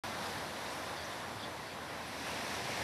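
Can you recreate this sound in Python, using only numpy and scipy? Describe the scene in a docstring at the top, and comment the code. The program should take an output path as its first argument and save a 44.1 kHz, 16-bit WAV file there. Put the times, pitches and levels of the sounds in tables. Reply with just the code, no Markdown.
"""The foam of a spent wave fizzes away on a foggy beach: patchy noise mixed with damped bubble tones.
Far surf roars on as smoother noise, and wind rumbles on the port of a small mono microphone as low noise.
Bright spits of spray are short noise bands; a sea bird rasps faintly twice, as noisy pulses through two
resonances, and one rough spit of spray is formed in the same way.
The next wave, built like the foam, spills dull and breaks bright."""
import sys
import numpy as np
from scipy import signal
from scipy.fft import rfft, irfft, next_fast_len
from scipy.io import wavfile
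from scipy.ndimage import uniform_filter1d, map_coordinates

SR = 44100
rng = np.random.default_rng(int(sys.argv[2]) if len(sys.argv) > 2 else 0)


def bounce(signal):
    """Save signal as a 16-bit WAV file at the path given by the first command-line argument."""
    frames = np.transpose(np.atleast_2d(signal))
    limited = np.clip(frames, -1, 1)
    pcm = np.round(limited * 32767).astype(np.int16)
    wavfile.write(sys.argv[1], SR, pcm)


N = 124803

# Spectrum of the water as the small microphone hears it: (frequency [Hz], relative level [dB])
SEA_AND_MIC_COLOUR = [(15, -80), (30, -42), (55, -13), (80, -4), (150, -4), (290, -2.5), (400, -6),
                      (500, -2.5), (740, -2.5), (1050, -3), (1230, -7), (1800, -6), (2500, -10.5),
                      (3050, -13.5), (3500, -11), (5700, -17), (6110, -16), (6210, -22), (7800, -23.5),
                      (11000, -23.5), (13000, -29.5), (14600, -41.5), (15600, -51)]
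# Dying foam, before its fizz is scaled: (time [s], level [dB], fizz gain [dB])
FOAM_COURSE = [(0, -38.5, -2), (.15, -42, -0.5), (.3, -41, 0.5), (.45, -42.5, -0.5), (.6, -44, 0.5),
               (.75, -43.5, 1), (.9, -42.5, -2), (1.1, -45, -0.5), (1.3, -47, -1.5), (1.48, -46, -4.5),
               (1.6, -55.5, -2), (1.78, -56.5, -3), (1.86, -52, -7), (2.3, -59, -3), (2.83, -60, -1)]
# Foam spectrum over the shared water colour: (frequency [Hz], gain [dB])
FOAM_COLOUR = [(100, -6), (600, -1.5), (1200, -1), (2500, -4.5), (3600, -2), (5500, -1.5), (10000, -0.5)]
# Far surf spectrum over the shared water colour: (frequency [Hz], gain [dB])
FAR_COLOUR = [(100, -1), (400, -0.5), (1000, 0.5), (2200, -0.5), (3500, -2), (10000, -0.5)]
# Wind rumble level, wavering at random: (time [s], level [dB])
WIND_COURSE = [(0, -52.5), (.45, -52), (.7, -58), (1.2, -57.5), (1.36, -51), (1.6, -59), (2.2, -60),
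               (2.55, -53), (2.83, -55)]
# Wind rumble spectrum: (frequency [Hz], relative level [dB])
RUMBLE_COLOUR = [(15, -80), (30, -45), (55, -14), (85, -1), (200, -5), (350, -10), (800, -25), (2000, -82)]
# Spits of spray: (time of peak [s], centre frequency [Hz], peak level [dB])
SPRAY_SPITS = [(.26, 4800, -51), (.58, 3600, -54), (.71, 8500, -58), (1.05, 6000, -57), (1.12, 3380, -52),
               (2.08, 10300, -59), (2.3, 2520, -49), (2.72, 2300, -47)]
# Two bird calls, then a rough spit of spray brightest near the upper resonance:
# (start time [s], length [s], level [dB], upper resonance gain [dB])
ROUGH_BURSTS = [(.965, .075, -52, 2), (1.394, .066, -50, -3), (1.66, .07, -58, 6)]
# Resonances of the bird's throat, also shaping the rough spit: (centre frequency [Hz], width [Hz])
RESONANCES = [(3430, 600), (4560, 480)]
# Spilling and breaking wave, before its spray is scaled: (time [s], level [dB], spray gain [dB])
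BREAKER_COURSE = [(1.8, -78, 4), (1.9, -46.5, -10), (2.1, -48, -0.5), (2.2, -46, 3), (2.28, -41, -0.5),
                  (2.4, -41, 1), (2.5, -41, 1.5), (2.6, -42, 1.5), (2.72, -40, 1), (2.83, -38, -1.5)]
# Breaker spectrum over the shared water colour: (frequency [Hz], gain [dB])
BREAKER_COLOUR = [(100, 1), (250, 1), (800, 1), (1200, -2.5), (2600, 4.5), (3500, 0.5), (5500, 4.5),
                  (7000, 2.5), (8500, 3.5), (12000, 2)]

FAR_DB = -45.5
SPRAY_HZ = 3220  # spray and fizz hiss lie above this
BUBBLES_PER_S, BUBBLE_SPREAD_DB = 6000, 3
BUBBLE_HZ, BUBBLE_OCTAVES = 2144, 1.277  # median pitch, standard deviation
BUBBLE_CYCLES = 3.57  # nominal cycles in which a tone decays by exp(-3)
SPLASH_S, SPLASH_WIDTH = 0.016, 0.14  # Gaussian half length [s], half width over centre frequency
PULSE_RATE_HZ, PULSE_JITTER, BURST_EDGE_S = 190, 0.5, 0.003  # jitter is a fraction of the rate
START_S, FADE_IN_S, TOP_HZ = 0.0363, 0.00026, 15740


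def amp(db):
    """Level law: amplitude ratio from decibels."""
    return 10 ** (np.asarray(db) / 20)


def unit(x):
    """Power normalization: scale to a root mean square of one."""
    return x / np.sqrt(np.mean(x ** 2) + 1e-20)


def along(points, hz):
    """Logarithmic frequency scale: interpolate (frequency, value) points on it."""
    f, v = np.transpose(points)
    return np.interp(np.log(hz + 1), np.log(f + 1), v)


def curve(rows):
    """Linear interpolation in time: one value per sample for each column after the time."""
    times, *columns = np.transpose(rows)
    t = np.arange(N) / SR
    return np.squeeze([np.interp(t, times, column) for column in columns])


def wobble(rate):
    """Slow random fluctuation: a smooth curve through random knots, rate of them a second."""
    return map_coordinates(rng.standard_normal(400), [np.arange(N) * rate / SR], mode="wrap")


def filtered(x, response):
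    """Linear filtering: multiply the spectrum by a complex response of frequency."""
    m = next_fast_len(N + SR // 2)
    spectrum = rfft(x, m) * response(np.fft.rfftfreq(m, 1 / SR))
    return irfft(spectrum, m)[..., :N]


def brightened(x, db):
    """Band splitting: scale only the part above the spray edge."""
    low = filtered(x, lambda hz: 1 / (1 + (hz / SPRAY_HZ) ** 6))
    return low + amp(db) * (x - low)


def patchy(patchy_db):
    """Random modulation: white noise whose gain varies in patches of time and frequency."""
    cells = signal.stft(rng.standard_normal(N), nperseg=512)[2]
    field = uniform_filter1d(rng.standard_normal(cells.shape), size=6, axis=0)  # across frequency
    field = uniform_filter1d(field, size=8, axis=1)  # across time
    return unit(signal.istft(cells * amp(patchy_db * unit(field)), nperseg=512)[1][:N])


def bubbles():
    """Damped resonance: bursting bubbles ring as short tones of rising pitch, evened in colour."""
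    count, length = int(BUBBLES_PER_S * N / SR), SR // 150
    starts = (rng.random((count, 1)) * N).astype(int)
    draws = rng.standard_normal((count, 2))
    hz = np.clip(BUBBLE_HZ * 2 ** (BUBBLE_OCTAVES * draws[:, :1]), 600, 14000)
    t = np.arange(length) / SR
    life = t * hz / BUBBLE_CYCLES
    envelope = amp(BUBBLE_SPREAD_DB * draws[:, 1:]) * life * np.exp(-3 * life)
    tones = envelope * np.sin(2 * np.pi * hz * t * (1 + 0.12 * np.minimum(life, 2)))
    places = starts + np.arange(length)
    x = np.bincount(places.ravel(), tones.ravel(), N + length)[:N]
    # Divide by the smoothed spectrum; the small floor limits the boost of weak bands
    mean = np.sqrt(uniform_filter1d(abs(rfft(x)) ** 2, size=900))
    floor, bins = 0.041 * mean.max(), np.fft.rfftfreq(N, 1 / SR)
    return unit(filtered(x, lambda f: 1 / (np.interp(f, bins, mean) + floor)))


def water(tint, patchy_db, bubble_share):
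    """Power sharing: rushing noise and bubbles add by energy, then take the shared colour and a tint."""
    share = np.clip(bubble_share, 0, 1)
    raw = np.sqrt(1 - share) * patchy(patchy_db) + np.sqrt(share) * bubbles()
    return unit(filtered(raw, lambda hz: amp(along(SEA_AND_MIC_COLOUR, hz) + along(tint, hz))))


def foam():
    """Decaying aeration: the spent wave churns and fizzes away on the sand."""
    level_db, fizz_db = curve(FOAM_COURSE)
    churn = water(FOAM_COLOUR, patchy_db=1.3, bubble_share=0.18)
    return amp(level_db + 0.65 * wobble(8.9)) * brightened(churn, fizz_db)


def far_surf():
    """Stationary noise: a smooth roar along the shore, with no bubbles."""
    return amp(FAR_DB + 0.46 * wobble(3.24)) * water(FAR_COLOUR, patchy_db=0.73, bubble_share=0)


def wind():
    """Turbulence noise: a low rumble on the microphone port, from noise with a low-pitched colour."""
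    rumble = unit(filtered(patchy(patchy_db=1.0), lambda hz: amp(along(RUMBLE_COLOUR, hz))))
    return amp(curve(WIND_COURSE) + 1.15 * wobble(13.4)) * rumble


def splashes():
    """Narrow-band bursts: small bright spits of spray, each noise under a Gaussian envelope."""
    t, out = np.arange(N) / SR, 0
    for s, centre_hz, db in SPRAY_SPITS:
        noise = rng.standard_normal(N)
        band = filtered(noise, lambda f: np.exp(-((f / centre_hz - 1) / SPLASH_WIDTH) ** 2))
        out = out + amp(db) * np.exp(-((t - s) / SPLASH_S) ** 2) * unit(band)
    return out


def rough_bursts(rows):
    """Source and filter: uneven noisy pulses excite two resonances."""
    t, out = np.arange(N) / SR, 0

    def resonance(f, centre, width):
        return (1j * f * width / (centre ** 2 - f ** 2 + 1j * f * width)) ** 2

    for s, length, db, upper_db in rows:
        phase = np.cumsum(PULSE_RATE_HZ * (1 + PULSE_JITTER * wobble(120))) / SR
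        buzz = rng.standard_normal(N) * (0.48 + np.cos(np.pi * phase) ** 4)
        gains = [1, amp(upper_db)]
        resonant = filtered(buzz, lambda f: sum(
            g * resonance(f, centre, width) for g, (centre, width) in zip(gains, RESONANCES)))
        shape = np.clip(np.minimum(t - s, s + length - t) / BURST_EDGE_S, 0, 1)
        # The square root refers the level to the burst's own length
        out = out + amp(db) * unit(shape * resonant) * np.sqrt(length * SR / N)
    return out


def bird():
    """Vocal resonance: a sea bird rasps twice, its noisy pulses shaped by the throat."""
    return rough_bursts(ROUGH_BURSTS[:2])


def rough_splash():
    """Resonant noise burst: one rough spit of spray, strongest near the upper resonance."""
    return rough_bursts(ROUGH_BURSTS[2:])


def breaker():
    """Growing aeration: the next wave spills dull, then breaks bright."""
    level_db, spray_db = curve(BREAKER_COURSE)
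    surge = water(BREAKER_COLOUR, patchy_db=1.4, bubble_share=0.21)
    return amp(level_db + 0.47 * wobble(9.47)) * brightened(surge, spray_db)


def scene():
    """Superposition: all sources add, alike in both channels."""
    beach = foam() + far_surf() + wind() + splashes() + bird() + rough_splash() + breaker()
    return np.array([beach, beach])


def record(dry):
    """Band limitation: sound starts after a short silence and is cut above the top frequency."""
    on = np.clip((np.arange(N) / SR - START_S) / FADE_IN_S, 0, 1)
    return filtered(dry * on, lambda hz: hz < TOP_HZ)


dry = scene()
out = record(dry)
bounce(out)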